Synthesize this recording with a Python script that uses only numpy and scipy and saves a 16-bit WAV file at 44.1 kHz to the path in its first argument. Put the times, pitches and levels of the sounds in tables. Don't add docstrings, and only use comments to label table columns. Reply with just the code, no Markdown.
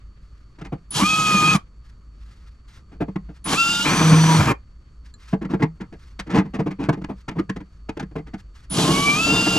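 import sys
import numpy as np
from scipy import signal
from scipy.fft import rfft, irfft, next_fast_len
from scipy.io import wavfile
from scipy.ndimage import uniform_filter1d

SR = 44100
rng = np.random.default_rng(int(sys.argv[2]) if len(sys.argv) > 2 else 0)


def materialize(psi):
    bounded = np.clip(np.atleast_2d(psi).T, -1, 1)
    quanta = np.round(bounded * 32767).astype(np.int16)
    wavfile.write(sys.argv[1], SR, quanta)


N = 422478

# frequency in Hz, relative level in dB per Hz.
GRIT_COLOUR = [(900, -10), (1500, -4), (3200, -12.5), (6100, -22.5), (9000, -34.5), (14800, -58)]


def gain_of(db):
    return 10 ** (np.asarray(db) / 20)


def evened(x):
    return x / np.sqrt(np.mean(x ** 2) + 1e-20)


def read(points, hz):
    f, value = np.transpose(points)
    return np.interp(np.log(hz + 1), np.log(f + 1), value)


def add(mix, s, sound):
    part = mix[round(s * SR):][:len(sound)]
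    part += sound[:len(part)]


def unroll(rows):
    s, *columns = np.transpose(rows)
    t = np.arange(s[0], s[-1], 1 / SR)
    return s[0], [np.interp(t, s, c) for c in columns]


def coloured(x, spectrum):
    size = next_fast_len(len(x))
    gain = gain_of(read(spectrum, np.fft.rfftfreq(size, 1 / SR)))
    return evened(irfft(rfft(x, size) * gain, size)[:len(x)])


def rung(x, modes):
    out = np.zeros(len(x))
    for hz, width, db in modes:
        pole = np.exp((2j * np.pi * hz - np.pi * width) / SR)
        out += gain_of(db) * signal.lfilter([1 - abs(pole)], [1, -pole], x).imag
    return out


def drift(size, s):
    span = max(round(s * SR), 2)
    return evened(uniform_filter1d(uniform_filter1d(rng.standard_normal(size), span), span))


def tone(hz, db, waver_db):
    level = gain_of(db + waver_db * drift(len(hz), 0.022))
    return np.sqrt(2) * level * np.sin(2 * np.pi * np.cumsum(hz) / SR)


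def motor(speed, blur_db, slow_db, whine_db):
    # frequency in Hz, loudness through the casing in dB.
    casing = [(200, -46.5), (550, -29), (900, -29), (1130, -18), (1260, -19.5), (1400, -27), (1560, -60.5),
              (2150, -48), (2320, -20), (2520, -23.5), (2750, -18.5), (2830, -30), (3400, -38),
              (3900, -46.5), (4850, -33.5), (5300, -45), (6000, -30)]
    # multiple of the speed, waver in dB.
    motor_tones = [(2, 1.5), (4, 3), (7, 2)]
    out = 0
    for k, waver_db in motor_tones:
        db = read(casing, k * speed) + blur_db
        db = db + whine_db * (k == 2) + slow_db * (k == 7)
        out = out + tone(k * speed, db, waver_db)
    return out


def gears(speed, level_db):
    multiples = [1.24, 5.2, 10.4]
    gear_db = [-23, -9, -14]
    return sum(tone(k * speed, level_db + db, 4.0) for k, db in zip(multiples, gear_db))


def chip_hiss(hiss_db, flicker):
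    # frequency in Hz, relative level in dB per Hz.
    hiss_colour = [(880, -38), (1500, -7.5), (1960, -19.5), (3070, 4.5), (3790, 0), (7700, -4.5),
                   (8500, -13), (10500, -12.5), (12500, -20.5), (13800, -36.5), (14800, -100.5)]
    size = len(flicker)
    direct = coloured(rng.standard_normal(size) * flicker, hiss_colour)
    scattered = coloured(rng.standard_normal(size) * flicker, hiss_colour)
    scattered = evened(np.diff(scattered, prepend=0))
    return gain_of(hiss_db) * direct, gain_of(hiss_db - 11.5) * scattered


def cutting_edges(grab_db, stop_db, flicker, tilt_db, shake_db, grind_db):
    # frequency in Hz, relative grind level in dB per Hz.
    grind_colour = [(300, -27.5), (550, -2), (850, -1), (1170, 4), (1900, -5.5), (2400, -3), (3500, -34.5)]
    # frequency in Hz, width in Hz, relative level in dB.
    rattle_modes = [(1070, 50, -2), (1230, 60, -2), (1440, 68, -5.5), (1780, 80, -6.5), (2170, 60, -6.5),
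                    (2400, 40, -2), (2560, 62, -5.5)]
    size = len(flicker)
    bites = gain_of(3.26 * drift(size, 0.017))
    grind = coloured(rng.standard_normal(size) * flicker * np.sqrt(bites), grind_colour)
    shake = evened(panel(rng.standard_normal(size) * bites, tilt_db))
    rattle = evened(rung(rng.standard_normal(size) ** 3 * bites, rattle_modes))
    out = gain_of(grind_db + grab_db + .6 * stop_db) * grind
    out += gain_of(shake_db + 0.99 * grab_db + .3 * stop_db) * shake
    return out + gain_of(-54 + 2.21 * grab_db + stop_db) * rattle


def speed_switch(speed, coast_db):
    chop_hz = 9960
    out = tone(chop_hz + 0 * speed, -34 - 0.1 * np.maximum.accumulate(speed), 4.1)
    split_db = -42 - 0.17 * np.maximum(speed - 570, 0) - .3 * np.maximum(110 - speed, 0) + coast_db
    out += tone(chop_hz + 2 * speed, split_db - 0.5, 1.7)
    return out + tone(chop_hz - 2 * speed, split_db, 1.5)


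def drill(speed_rows, grab_rows, tilt_db, shake_db, grind_db, whine_db, release):
    start, (speed,) = unroll(speed_rows)
    size = len(speed)
    t = np.arange(size) / SR
    grab_db = np.interp(start + t, *np.transpose(grab_rows))
    stop_db = -1601.5 * np.maximum(t - t[-1] + .022, 0)
    hiss_db = -27.5 + np.minimum(419.5 * t - 21.5, 0) + stop_db
    hiss_db += 4.5 * np.exp(-((np.maximum.accumulate(speed) - 380) / 150) ** 2)
    coast_db = -903 * np.maximum(start + t - release, 0)
    hiss_db += np.maximum(0.067 * coast_db, -6)
    blur_db = coast_db - .0018 * abs(uniform_filter1d(np.gradient(speed) * SR, size=400))
    speed = speed * (1 + .0012 * drift(size, 0.011))
    slow_db = -0.074 * np.maximum(560 - speed, 0)
    flicker = gain_of(drift(size, .004))
    out = motor(speed, blur_db, slow_db, whine_db)
    out += gears(speed, hiss_db + blur_db + slow_db)
    hiss, scattered = chip_hiss(hiss_db, flicker)
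    out += hiss + cutting_edges(grab_db, stop_db, flicker, tilt_db, shake_db, grind_db)
    out += speed_switch(speed, coast_db)
    return start, np.array([out, scattered]) * signal.windows.tukey(size, .012)


def panel(force, tilt_db=0):
    # mode frequency in Hz, width in Hz, relative level in dB before the tilt.
    panel_modes = [(161, 7.4, 1), (184, 34, -7.5), (193.3, 15, 4.5), (251, 120, -4.5), (296.6, 55, -1.5),
                   (437.2, 27, -10), (634, 170, -19)]
    modes = [(hz, width, db + tilt_db * np.log2(hz / 220)) for hz, width, db in panel_modes]
    low_cut = signal.butter(2, 120, "high", fs=SR, output="sos")
    return signal.sosfilt(low_cut, rung(force, modes))


def chatter():
    # time in seconds, beat in Hz, level in dB.
    beat_rows = [(3.95, 164.1, -33.5), (4.03, 161.5, -14), (4.12, 158, -9.5), (4.27, 160.7, -13.5),
                 (4.38, 161, -15), (4.43, 136.7, -25.5), (4.53, 130.1, -18.5)]
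    # time in seconds, half length in seconds, peak in dB.
    swell = (4.3, 0.092, -24.5)
    # time in seconds, peak in dB,
    # rise and fall in dB per second.
    let_go = (4.4, -12, 498.5, 169.5)
    start, (hz, db) = unroll(beat_rows)
    t = start + np.arange(len(hz)) / SR
    swell_s, half_s, swell_db = swell
    sixth_db = swell_db - 8 * ((t - swell_s) / half_s) ** 2
    let_go_s, let_go_db, rise, fall = let_go
    before_db = np.minimum(rise * (let_go_s - t), 26)
    groan_db = let_go_db - np.maximum(before_db, fall * (t - let_go_s))
    out = tone(hz, db, 0.37)
    out += tone(2 * hz, db - 19.5, 5.4)
    out += tone(3 * hz, db - 22, 6.1)
    out += tone(6 * hz, sixth_db, 2.9)
    groan = evened(np.diff(rung(rng.standard_normal(len(hz) + 1), [(106.0, 9, 0)])))
    return start, (out + gain_of(groan_db) * groan) * signal.windows.tukey(len(hz), .08)


def squeal():
    shank = (3.85, 4.15, 2385, -19)
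    start, end, hz, db = shank
    t = np.arange(0, end - start, 1 / SR)
    ring = evened(rung(rng.standard_normal(len(t)), [(hz, 60, 0)]))
    return start, gain_of(db - 30 * t / (t + 0.088)) * ring * signal.windows.tukey(len(t), .05)


def knock(s, panel_db, grit_db, contact, noise):
    # frequency in Hz before the grip shifts it, width in Hz, dB.
    part_modes = [(940, 160, 0), (1250, 220, 0), (1800, 200, -4), (2100, 260, -7)]
    # frequency in Hz, relative level in dB per Hz.
    tick_colour = [(3000, -23.5), (5000, -0.5), (7500, -6), (10000, -14), (14800, -27)]
    u = np.arange(len(noise)) / SR / np.clip(contact, .002, .08)
    press = u ** 1.6 * np.exp(1 - u ** 1.244)
    grains = noise[::-1] ** 3
    held = 1 + 0.16 * noise[-len(part_modes):]
    gripped = [(hz * k, width, db) for (hz, width, db), k in zip(part_modes, held)]
    ring = rung(uniform_filter1d(noise, size=8) * press, gripped)
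    boom = panel(noise * press, 2.5 * noise[-1])
    ring_db = 0.48 * panel_db + 0.69 * grit_db + 4.5
    tick_db = 1.406 * grit_db - 0.25 * panel_db - 18.5
    out = gain_of(panel_db) * boom / abs(boom).max()
    out += gain_of(ring_db) * ring / abs(ring).max()
    out += gain_of(tick_db) * coloured(grains, tick_colour) * press ** 4.2
    out += gain_of(grit_db - 4.5) * coloured(grains, GRIT_COLOUR) * press ** 2.0
    return s - .55 * contact, out


def ping():
    tap = (5.14, [(1700, 40, -11), (4150, 34, 1), (7300, 48, -2)], -38)
    s, modes, peak_db = tap
    ring = rung(signal.unit_impulse(4000), modes)
    return s, gain_of(peak_db) * ring / abs(ring).max()


def rustle(start, end, db):
    # frequency in Hz, relative level in dB per Hz.
    cloth_colour = [(700, -14), (1300, 1.5), (2500, -6), (5000, -7.5), (8000, -17), (14800, -33.5)]
    size = round((end - start) * SR)
    gusts = gain_of(db + 3.9 * drift(size, 0.015)) * signal.windows.tukey(size, .8)
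    return start, gusts * coloured(rng.standard_normal(size), cloth_colour)


def garage():
    # frequency in Hz, relative level in dB per Hz.
    air_colour = [(60, -5.5), (110, -7), (350, -24.5), (840, -40.5), (1230, -26.5), (1500, -40),
                  (3400, -49.5), (7000, -47), (14800, -74.5)]
    # frequency in Hz, width in Hz, level in dB.
    hum_rows = [(54.5, 6.2, -43.5)]
    # frequency in Hz, level in dB.
    lamp_rows = [(4404, -78), (4506, -78), (4603, -80)]
    shared, *apart = [coloured(rng.standard_normal(N), air_colour) for _ in range(3)]
    air = (shared + 0.16 * np.array(apart)) * gain_of(-51 + 1.2 * drift(N, 0.035))
    cloth = np.array([coloured(rng.standard_normal(N), GRIT_COLOUR) for _ in range(2)])
    cloth *= gain_of(-71 + 3.5 * drift(N, .02))
    hum = 0
    for hz, width, db in hum_rows:
        hum = hum + gain_of(db) * evened(rung(rng.standard_normal(N), [(hz, width, 0)]))
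    lamp = sum(tone(np.full(N, hz), db, 1.5) for hz, db in lamp_rows)
    return air + cloth + hum + lamp


def ports(x):
    # frequency in Hz, phase by which the left port leads in radians.
    lead = [(100, .05), (2000, 0.84), (3700, 1.5), (5600, 0.54), (14000, 0.82)]
    # frequency in Hz, left minus right level in dB.
    shading = [(100, -1), (600, 1.5), (8000, -0.6)]
    # frequency in Hz, walls against direct sound in dB.
    wall_level = [(100, -40.5), (500, -8), (2000, -10), (13000, -21.5)]
    t = np.arange(SR // 3) / SR
    tails = rng.standard_normal((2, len(t))) * gain_of(-60 * t / 0.13) * (t > .0008)
    size = next_fast_len(N + len(t))
    hz = np.fft.rfftfreq(size, 1 / SR)
    half = gain_of(read(shading, hz) / 2) * np.exp(.5j * read(lead, hz))
    walls = gain_of(read(wall_level, hz)) * rfft(tails / np.linalg.norm(tails[0]), size)
    return irfft(rfft(x, size) * (np.array([half, 1 / half]) + walls), size)[:, :N]


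def scene():
    # time in seconds, motor speed as half the commutation rate in Hz.
    speed_curves = [
        [(0.905, 12), (0.94, 48), (0.97, 360), (1.015, 545), (1.045, 600), (1.085, 631), (1.21, 633),
         (1.4, 615), (1.5, 628), (1.54, 628), (1.585, 520)],
        [(3.44, 11), (3.49, 70), (3.525, 300), (3.55, 550), (3.578, 666), (3.6, 680), (3.67, 686), (3.705, 699),
         (3.82, 704), (3.86, 765), (3.9, 848), (3.96, 871), (4.08, 858), (4.36, 850), (4.42, 790), (4.54, 600)],
        [(8.697, 10), (8.745, 60), (8.78, 330), (8.82, 460), (8.85, 515), (8.91, 550), (9.14, 590), (9.22, 662),
         (9.33, 693), (9.6, 695)],
    ]
    # time in seconds, grab in dB.
    grab_curves = [
        [(0.905, -21.5), (0.94, -5.5), (0.97, 3), (1.015, 8), (1.06, -3), (1.25, 1.5), (1.42, 5), (1.53, 3.5),
         (1.565, 7.5)],
        [(3.44, -25.5), (3.46, 3.5), (3.485, 0), (3.505, 8), (3.54, 9), (3.57, -3), (3.83, -2.5), (3.865, 11),
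         (3.95, 11.5), (4.3, 9), (4.42, 11.5), (4.5, 10.5)],
        [(8.697, -20.5), (8.745, -5.5), (8.79, 4.5), (8.87, 4.5), (8.96, 0.5), (9.13, -3), (9.16, 4),
         (9.2, -6.5), (9.33, 2), (9.6, 0.5)],
    ]
    # tilt of the panel modes in dB per octave, panel shake in dB, grind in dB,
    # whine in dB against the casing curve, trigger release in seconds.
    holes = [(-15.5, -26, -33, 0.5, 1.56), (0, -31, -33.5, 1.5, 4.385), (6, -22, -33, -6.5, 9.7)]
    # time in seconds, panel peak in dB, grit drive in dB,
    # contact time in seconds.
    knock_rows = [(0.586, -37.5, -46.5, 0.011), (0.612, -25.5, -41, 0.0094), (0.647, -31.5, -39.5, 0.014),
                  (0.724, -17, -47.5, 0.011), (2.918, -37, -53, 0.019), (3.008, -14, -40, 0.011),
                  (3.083, -21, -57.5, 0.0078), (3.159, -13.5, -39.5, 0.0049), (3.289, -28, -59.5, 0.011),
                  (5.331, -7, -45.5, 0.0089), (5.416, -18, -43, 0.013), (5.449, -18, -40.5, 0.0074),
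                  (5.499, -18.5, -39, 0.024), (5.537, -9.5, -39.5, 0.0083), (5.599, -15.5, -43, 0.021),
                  (5.624, -5, -26, 0.011), (5.805, -21, -41, 0.014), (5.926, -31.5, -47.5, 0.012),
                  (6.193, -32, -24, 0.01), (6.267, -27, -47.5, 0.013), (6.3, -16, -33.5, 0.026),
                  (6.345, -5.5, -24, 0.023), (6.377, -5, -24.5, 0.015), (6.449, -22.5, -51, 0.016),
                  (6.54, -19, -33.5, 0.015), (6.592, -10.5, -36, 0.013), (6.663, -13.5, -38.5, 0.012),
                  (6.707, -24.5, -37, 0.011), (6.796, -16.5, -39.5, 0.023), (6.83, -21, -37.5, 0.02),
                  (6.889, -4, -24.5, 0.0065), (6.928, -16, -34.5, 0.011), (6.973, -22.5, -54, 0.0093),
                  (7.016, -22, -43.5, 0.0065), (7.042, -19, -33.5, 0.0052), (7.092, -19.5, -49, 0.014),
                  (7.283, -21.5, -26, 0.0082), (7.311, -25, -47, 0.01), (7.36, -16.5, -51.5, 0.021),
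                  (7.387, -10, -32.5, 0.01), (7.494, -15.5, -28, 0.0073), (7.562, -22.5, -37.5, 0.0091),
                  (7.604, -28.5, -46, 0.0089), (7.89, -16, -30.5, 0.0074), (7.97, -20.5, -38, 0.0062),
                  (7.996, -24, -29, 0.0092), (8.024, -21, -42.5, 0.008), (8.113, -34.5, -61.5, 0.0079),
                  (8.157, -17.5, -41, 0.0089), (8.18, -23, -47, 0.011), (8.268, -36.5, -48, 0.015),
                  (8.337, -22.5, -38, 0.0096)]
    # start in seconds, end in seconds, level in dB.
    rustle_rows = [(0.1, 0.555, -73), (1.82, 1.947, -64.5), (2.1, 2.609, -63.5), (2.661, 2.83, -53),
                   (3.299, 3.417, -62.5), (5.031, 5.126, -59), (5.17, 5.361, -53), (5.898, 6.2, -61.5),
                   (7.148, 7.243, -57.5), (7.648, 7.85, -72), (8.372, 8.42, -56), (8.517, 8.681, -55.5)]
    near, wide = np.zeros((2, N))
    for speed_rows, grab_rows, hole in zip(speed_curves, grab_curves, holes):
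        start, (direct, scattered) = drill(speed_rows, grab_rows, *hole)
        add(near, start, direct)
        add(wide, start, scattered)
    add(near, *chatter())
    add(near, *squeal())
    for row in knock_rows:
        add(near, *knock(*row, rng.standard_normal(6144)))
    add(near, *ping())
    for row in rustle_rows:
        add(near, *rustle(*row))
    return ports(near) + np.array([wide, -wide]) + garage()


def record(dry):
    power_db = 10 * np.log10(abs(uniform_filter1d((dry ** 2).mean(0), 800)) + 1e-12)
    fall = np.arange(N) * 22.0 / SR
    held_db = np.maximum.accumulate(power_db + fall) - fall
    over_db = np.maximum(held_db + 19.5, 0)
    ducked = dry / gain_of(0.12 * uniform_filter1d(over_db, 400))
    band_limit = signal.firwin(511, 14900, window=("kaiser", 9), fs=SR)
    return signal.oaconvolve(ducked, band_limit[None], "same")


dry = scene()
out = record(dry)
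materialize(out)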